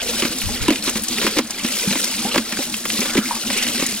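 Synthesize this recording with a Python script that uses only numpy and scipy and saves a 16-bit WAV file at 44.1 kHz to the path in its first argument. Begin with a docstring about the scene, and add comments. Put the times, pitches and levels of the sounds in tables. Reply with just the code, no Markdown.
"""Hand pump over a rocker box

Beside a stream, water pours from a pump's pipe into a plastic sieve, heard from just above it in stereo.
Drops spatter on the mesh as the flow surges; slugs of water slap down and make the hollow box thump.
Single drops tick, bubbles and froth rise, and a puff of wind bumps the microphone."""
import sys
import numpy as np
from scipy import signal
from scipy.fft import rfft, irfft
from scipy.io import wavfile

SR = 44100
rng = np.random.default_rng(int(sys.argv[2]) if len(sys.argv) > 2 else 0)


def master_out(mix):
    """Clip the mix to full scale and print it as 16-bit PCM to the path in sys.argv[1]."""
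    frames = np.transpose(np.atleast_2d(mix))
    ceiling = np.clip(frames, -1, 1)
    pcm = np.round(ceiling * 32767).astype(np.int16)
    wavfile.write(sys.argv[1], SR, pcm)


N = 176400

# modes of the hollow box with its sieve: f/Hz, level/dB, decay/s
BOX_MODES = [(219, 2, 0.015), (244.8, -5.5, 0.031), (313.6, -8, 0.045), (372, -8, 0.016),
             (548, -17.5, 0.016), (985, -23, 0.0047)]


def amp(db):
    """Decibels to gain."""
    return 10 ** (np.asarray(db) / 20)


def unit(x):
    """Scales to rms 1."""
    return x / np.sqrt(np.mean(x ** 2) + 1e-20)


def curve_at(points, hz):
    """Reads a curve on a log-frequency axis."""
    f, value = np.transpose(points)
    return np.interp(np.log(hz + 1), np.log(f + 1), value)


def add(mix, s, sound):
    """Mixes a sound in at s seconds."""
    part = mix[max(round(s * SR), 0):][:len(sound)]
    part += sound[:len(part)]


def colour(x, points):
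    """Filters by a spectrum (f/Hz, level/dB), keeping the power of white noise."""
    f = np.fft.rfftfreq(len(x), 1 / SR)
    return irfft(rfft(x) * unit(amp(curve_at(points, f))), len(x))


def wander(hz):
    """Smooth random drift of rms 1, rolling off above hz, with nothing slower than 5 Hz."""
    f = np.fft.rfftfreq(N, 1 / SR)
    return unit(irfft(rfft(rng.standard_normal(N)) / (1 + (f / hz) ** 2) * (f > 5), N))


def swell(t, rise, decay):
    """Quick rise and exponential fall, peak 1."""
    shape = (1 - np.exp(-(t / rise) ** 2)) * np.exp(-t / decay)
    return shape / shape.max()


def drops(per_s, low_hz, high_hz, cycles, spread_db, size=200):
    """Random drops, each a tiny damped ring of its own pitch and strength, size samples long."""
    chance, pitch, strength = rng.random(N), rng.random(N), rng.exponential(1, N)
    onsets = np.flatnonzero(chance < per_s / SR)
    hz = (low_hz + (high_hz - low_hz) * pitch[onsets])[:, None]
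    turns = hz * np.arange(size) / SR
    gain = amp(spread_db * np.minimum(strength[onsets], 4.5))[:, None] * np.sqrt(hz)
    rings = gain * np.exp(-turns / cycles) * np.sin(2 * np.pi * turns)
    samples = onsets[:, None] + np.arange(size)
    return unit(np.bincount(samples.ravel(), rings.ravel(), N + size)[:N])


def ripple(x, depth_db=1):
    """Sloshing water shifts the colour of the spatter in drifting patches."""
    frames = signal.stft(x, nperseg=512)[2]
    patch = np.outer(np.hanning(9), np.hanning(21))
    patches = signal.fftconvolve(rng.standard_normal(frames.shape), patch, "same")
    return unit(signal.istft(frames * amp(depth_db * unit(patches)))[1][:N])


def spatter():
    """The jet breaks on the mesh in clumps of drops: a fine fizz and a coarser splash."""
    # surges of the flow: t/s, relative level/dB, lift of the splash/dB
    flow = [(0, -37.5, 19.5), (.03, -29.5, 3), (.2, -26, 4.5), (.3, -31, 3), (.46, -27.5, -1.5),
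            (.62, -32, 6.5), (.7, -31.5, 12.5), (.815, -33.5, -1.5), (0.882, -25, 7.5), (.92, -32.5, 3),
            (.97, -27.5, -11), (1.01, -31, -6), (1.07, -33, -14), (1.13, -27, 1), (1.26, -26.5, 2),
            (1.3, -32, 0), (1.385, -29, 10.5), (1.415, -41, -8), (1.53, -34.5, 7), (1.621, -33, 5),
            (1.69, -26, 2.5), (2.02, -25.5, 0.5), (2.2, -28, 2.5), (2.36, -30.5, 10), (2.41, -33.5, 2),
            (2.6, -28, 2.5), (2.843, -32.5, -12), (2.862, -29, -7.5), (2.97, -25.5, 2.5), (3.05, -26.5, 2),
            (3.2, -31, 0.5), (3.3, -28.5, 1), (3.46, -30, 1), (3.53, -25.5, 2), (3.8, -27, 3),
            (4, -30, -2.5)]
    # spectrum of the fine spray: f/Hz, level/dB
    fizz_spectrum = [(400, -69), (1500, -16), (3000, -6), (4300, -2), (8000, -3.5), (10500, -5),
                     (16000, -8)]
    # spectrum of the coarse drops: f/Hz, level/dB
    splash_spectrum = [(150, -12), (450, 3), (700, -4), (1000, -10), (1400, -4), (1800, -7), (2150, -1.5),
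                       (3600, -2.5), (6000, -6.5), (16000, -35)]
    s, level, lift = np.transpose(flow)
    t = np.arange(N) / SR
    flow_db = np.interp(t, s, level) + 1.6 * wander(35)  # the drops come in clumps
    lift_db = np.interp(t, s, lift)
    fine = drops(9000, 1520, 16160, cycles=1.24, spread_db=2.5)
    fizz = ripple(colour(fine, fizz_spectrum))
    coarse = drops(2400, 356.4, 5815, cycles=10.7, spread_db=3.5, size=800)
    splash = ripple(colour(coarse, splash_spectrum))
    return fizz * amp(flow_db + 1.5) + splash * amp(flow_db + lift_db - 5)


def box_ring():
    """The hollow box rings in its damped modes after one push."""
    t = np.arange(SR // 5) / SR
    return sum(amp(db) * np.exp(-t / decay) * np.sin(2 * np.pi * hz * t) * (-1) ** k
               for k, (hz, db, decay) in enumerate(BOX_MODES))


def drumming(pushes_per_s=250, pitch_bend=0.05):
    """The falling water keeps the box humming; sloshing bends its pitch and level."""
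    # drumming of the jet in the box: t/s, level/dB
    drum_levels = [(0, -32.5), (1.25, -33), (1.46, -38.5), (2.3, -32), (2.47, -34.5), (3.2, -32.5),
                   (4, -32)]
    tone = [(120, 4), (200, -0.5), (260, 6.5), (330, 1), (600, -34), (1200, -26)]  # f/Hz, level/dB
    pushes = rng.standard_normal(N) * (rng.random(N) < pushes_per_s / SR)
    hum = colour(signal.fftconvolve(pushes, box_ring())[:N], tone)
    n = np.arange(N)
    sloshed = np.interp(n + pitch_bend * np.cumsum(wander(4.7)), n, hum, period=N)
    level_db = np.interp(n / SR, *np.transpose(drum_levels)) + 0.61 * wander(8.3)
    return unit(sloshed) * amp(level_db)


def stream():
    """Soft wash and small gurgles of running water in the background."""
    # spectrum of the wash: f/Hz, level/dB
    wash_spectrum = [(30, -9.5), (1400, 3), (2200, -1), (16000, -17.5)]
    wash = colour(rng.standard_normal(N), wash_spectrum)
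    gurgles = drops(70, 450, 1800, cycles=10, spread_db=3, size=2500)
    return amp(-42) * wash + amp(-46.5) * gurgles


def wind(floor_db=-65):
    """Wind buffets the microphone with a low rumble, mostly different at each port."""
    # gusts: t/s, level/dB, decay/s
    gusts = [(0, -42, .25), (.43, -21.5, .06), (.605, -22, .035), (.85, -41, .22)]
    rumble = [(10, -18), (25, -3), (75, -1), (140, -12.5), (2000, -65)]  # f/Hz, level/dB
    t, level = np.arange(N) / SR, np.full(N, amp(floor_db))
    for s, db, decay in gusts:
        add(level, s, amp(db) * swell(t, 0.008, decay))
    shared = .5 * rng.standard_normal(N)
    return np.array([level * unit(colour(shared + rng.standard_normal(N), rumble)) for port in range(2)])


def ticks(relative_width=.4):
    """Large drops hit the plastic with a short, pitched spit."""
    # single drops: t/s, level/dB, f/Hz
    hits = [(0.016, -20, 3400), (.222, -15, 2580), (.384, -17, 7000), (.417, -21, 2500), (.757, -17, 2920),
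            (.824, -21, 4500), (.895, -13.5, 7000), (1.021, -22, 10000), (1.036, -16.5, 9100),
            (1.083, -13.5, 6400), (1.184, -15, 2600), (1.506, -16.5, 5800), (2.043, -13, 6000),
            (2.523, -19, 2090), (2.571, -22.5, 1900), (2.741, -15.5, 2540), (2.853, -19, 13000),
            (2.901, -14.5, 2920), (3.005, -14, 5500), (3.666, -16, 2800), (3.864, -12.5, 7500)]
    t, out = np.arange(SR // 20) / SR, np.zeros(N)
    f = np.fft.rfftfreq(len(t), 1 / SR)
    shape = swell(t, rise=.0005, decay=.0034)
    for s, db, hz in hits:
        band = 1 / np.sqrt(1 + ((f / hz - hz / (f + 1)) / relative_width) ** 2)
        spit = unit(irfft(band * np.exp(2j * np.pi * rng.random(len(f))), len(t)))
        add(out, s, amp(db) * unit(spit * shape) * np.sqrt(np.mean(shape ** 2)))
    return out


def slugs(glide_s=.018, damping_s=0.023, darken_s=0.003855, darken_hz=1907):
    """Each slug slaps the mesh; its trapped air glugs toward the box's lowest note and rings the box."""
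    # slugs of water: t/s, thump level/dB, thump's starting f/Hz, slap level/dB, slap decay/s
    falls = [(0.221, -15, 426, -22.5, 0.033), (0.25, -13.5, 272, -19, 0.0074),
             (0.682, -6.5, 349, -14.5, 0.0051), (.705, -10, 370, -13.5, 0.0035),
             (0.875, -17, 282, -20.5, .016), (0.955, -18, 230, -22.5, 0.022), (1.214, -26, 229, -19, 0.031),
             (1.243, -15, 464, -29.5, 0.053), (1.266, -25, 233, -12, 0.0074),
             (1.367, -14.5, 354, -21, 0.024), (1.386, -12, 303, -12.5, 0.0051),
             (1.646, -15, 258, -22.5, 0.009), (1.91, -17.5, 213, -23, 0.0062),
             (1.926, -31, 211, -19, 0.011), (1.954, -20, 320, -20, 0.0076), (2.248, -19.5, 213, -32, .006),
             (2.344, -24, 447, -16.5, 0.01), (2.358, -14, 383, -15, 0.005), (2.378, -11, 278, -12, 0.0062),
             (2.525, -23, 237, -23, 0.004), (2.588, -18.5, 303, -32, 0.0064),
             (2.854, -43, 231, -19, 0.0053), (2.99, -18, 227, -36, .006), (3.015, -26.5, 514, -21, 0.02),
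             (3.053, -26.5, 310, -25, 0.011), (3.152, -11.5, 431, -19.5, 0.0066),
             (3.169, -27, 437, -17, 0.011), (3.176, -11, 314, -16, 0.0051),
             (3.186, -13.5, 216, -31, 0.0058), (3.502, -37, 222, -17, 0.0055),
             (3.795, -21, 252, -24, 0.027), (3.823, -14.5, 277, -18, 0.0035)]
    # spectrum of a slap: f/Hz, level/dB
    slap_spectrum = [(40, -36), (170, -1), (400, 5.5), (560, 9), (700, -4), (1000, 3.5), (1700, 1.5),
                     (2200, 5), (4000, 0.5), (6500, -4), (11000, -10), (16000, -6.5)]
    t, bursts, thumps = np.arange(SR // 5) / SR, np.zeros(N), np.zeros(N)
    ring = amp(-4) * box_ring() * np.exp(-t / damping_s)  # the slug's weight damps the box
    box_hz = BOX_MODES[0][0]
    for s, thump_db, hz, slap_db, decay in falls:
        add(bursts, s - darken_s / 2, amp(slap_db) * swell(t, .001, decay))
        turns = np.cumsum(box_hz + (hz - box_hz) * np.exp(-t / glide_s)) / SR
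        glug = swell(t, rise=.0022, decay=.013) * np.sin(2 * np.pi * turns)
        add(thumps, s + 0.001, amp(thump_db) * (glug + ring))
    crackle = drops(12000, 104, 16000, cycles=1.1, spread_db=0.9)
    slaps = colour(bursts * ripple(crackle), slap_spectrum)
    # a slap starts bright; its low notes follow as the cavity opens
    lag_s = darken_s * np.exp(-np.fft.rfftfreq(N, 1 / SR) / darken_hz)
    return thumps + irfft(rfft(slaps) * np.exp(-2j * np.pi * np.cumsum(lag_s) * SR / N), N)


def bubbles(glide_s=.03):
    """Air pockets ring with a gliding pitch that levels off as they reach the surface."""
    # bubbles: t/s, level/dB, starting f/Hz, starting glide/(Hz/s), decay/s
    pockets = [(.49, -24.5, 826, 1000, 0.0061), (.682, -13.5, 990, -300, 0.0069),
               (1.874, -13, 176, 1500, 0.025), (2.251, -21, 740, 7006, 0.021),
               (2.59, -25.5, 775, 2507, 0.0071), (3.309, -13, 960, -500, 0.0073)]
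    t, out = np.arange(SR // 10) / SR, np.zeros(N)
    for s, db, hz, glide, decay in pockets:
        pitch = hz + glide * glide_s * np.tanh(t / glide_s)
        add(out, s, amp(db) * swell(t, 0.0012, decay) * np.sin(2 * np.pi * np.cumsum(pitch) / SR))
    return out


def froth(spread=0.22):
    """Clouds of tiny bubbles of like size swell and burst in the sieve."""
    # clouds: t/s, length/s, level/dB, centre f/Hz
    clouds = [(0.955, 0.54, -33.5, 4130), (2.996, 0.31, -34, 1476), (3.271, 0.13, -34, 960),
              (3.479, 0.21, -26.5, 2520), (3.713, 0.25, -31.5, 2340)]
    out = np.zeros(N)
    for s, length, db, hz in clouds:
        cloud = drops(700, hz * (1 - spread), hz * (1 + spread), cycles=8.1, spread_db=2.5, size=800)
        arch = np.sin(np.pi * np.arange(0, length, 1 / SR) / length)
        add(out, s, amp(db) * arch * cloud[:len(arch)])
    return out


def in_sieve(x, decay_s=0.0028):
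    """The sieve wall scatters the sound; it reaches the microphone ports with unlike phase and level."""
    # echo off the wall: f/Hz, relative level/dB
    scatter = [(350, -22), (1100, -13.5), (2200, -6), (16000, -3.5)]
    # level between the ports: f/Hz, left minus right/dB
    balance = [(250, -.4), (1300, .4), (2500, -3), (4200, 0), (6500, 3.5), (12000, 1.5)]
    # phase between the ports: f/Hz, lead of the left/rad
    lead = [(1900, 0), (2700, .55), (3700, 1.3), (6000, 1.8), (9800, 1.8), (14000, 3.2)]
    size, hop = 128, 32
    hz, _, frames = signal.stft(x, SR, nperseg=size, noverlap=size - hop)
    carry = np.exp(-hop / SR / decay_s)
    lingering_power = signal.lfilter([1 - carry], [1, -carry], abs(frames) ** 2, axis=1)
    magnitude = 2 * np.sqrt(lingering_power) * amp(curve_at(scatter, hz))[:, None]
    scattered = magnitude * np.exp(2j * np.pi * rng.random((2,) + frames.shape))
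    echo = signal.istft(scattered, nperseg=size, noverlap=size - hop)[1][:, :N]
    f, side = np.fft.rfftfreq(N, 1 / SR), np.array([[.5], [-.5]])
    ports = amp(side * curve_at(balance, f)) * np.exp(1j * side * curve_at(lead, f))
    return irfft(rfft(x + echo) * ports, N)


def scene():
    """All the water, heard from over the sieve, and the wind on the microphone."""
    water = spatter() + drumming() + slugs() + ticks() + froth() + bubbles() + stream()
    return in_sieve(water) + wind()


def record(dry, ceiling=1.05, edge_hz=15950):
    """The recorder rounds off the highest peaks and limits the band."""
    rounded = dry / (1 + (dry / ceiling) ** 4) ** .25
    lowpass = signal.firwin(511, edge_hz, window=("kaiser", 9), fs=SR)
    return signal.oaconvolve(rounded, lowpass[None], "same")


dry = scene()
out = record(dry)
master_out(out)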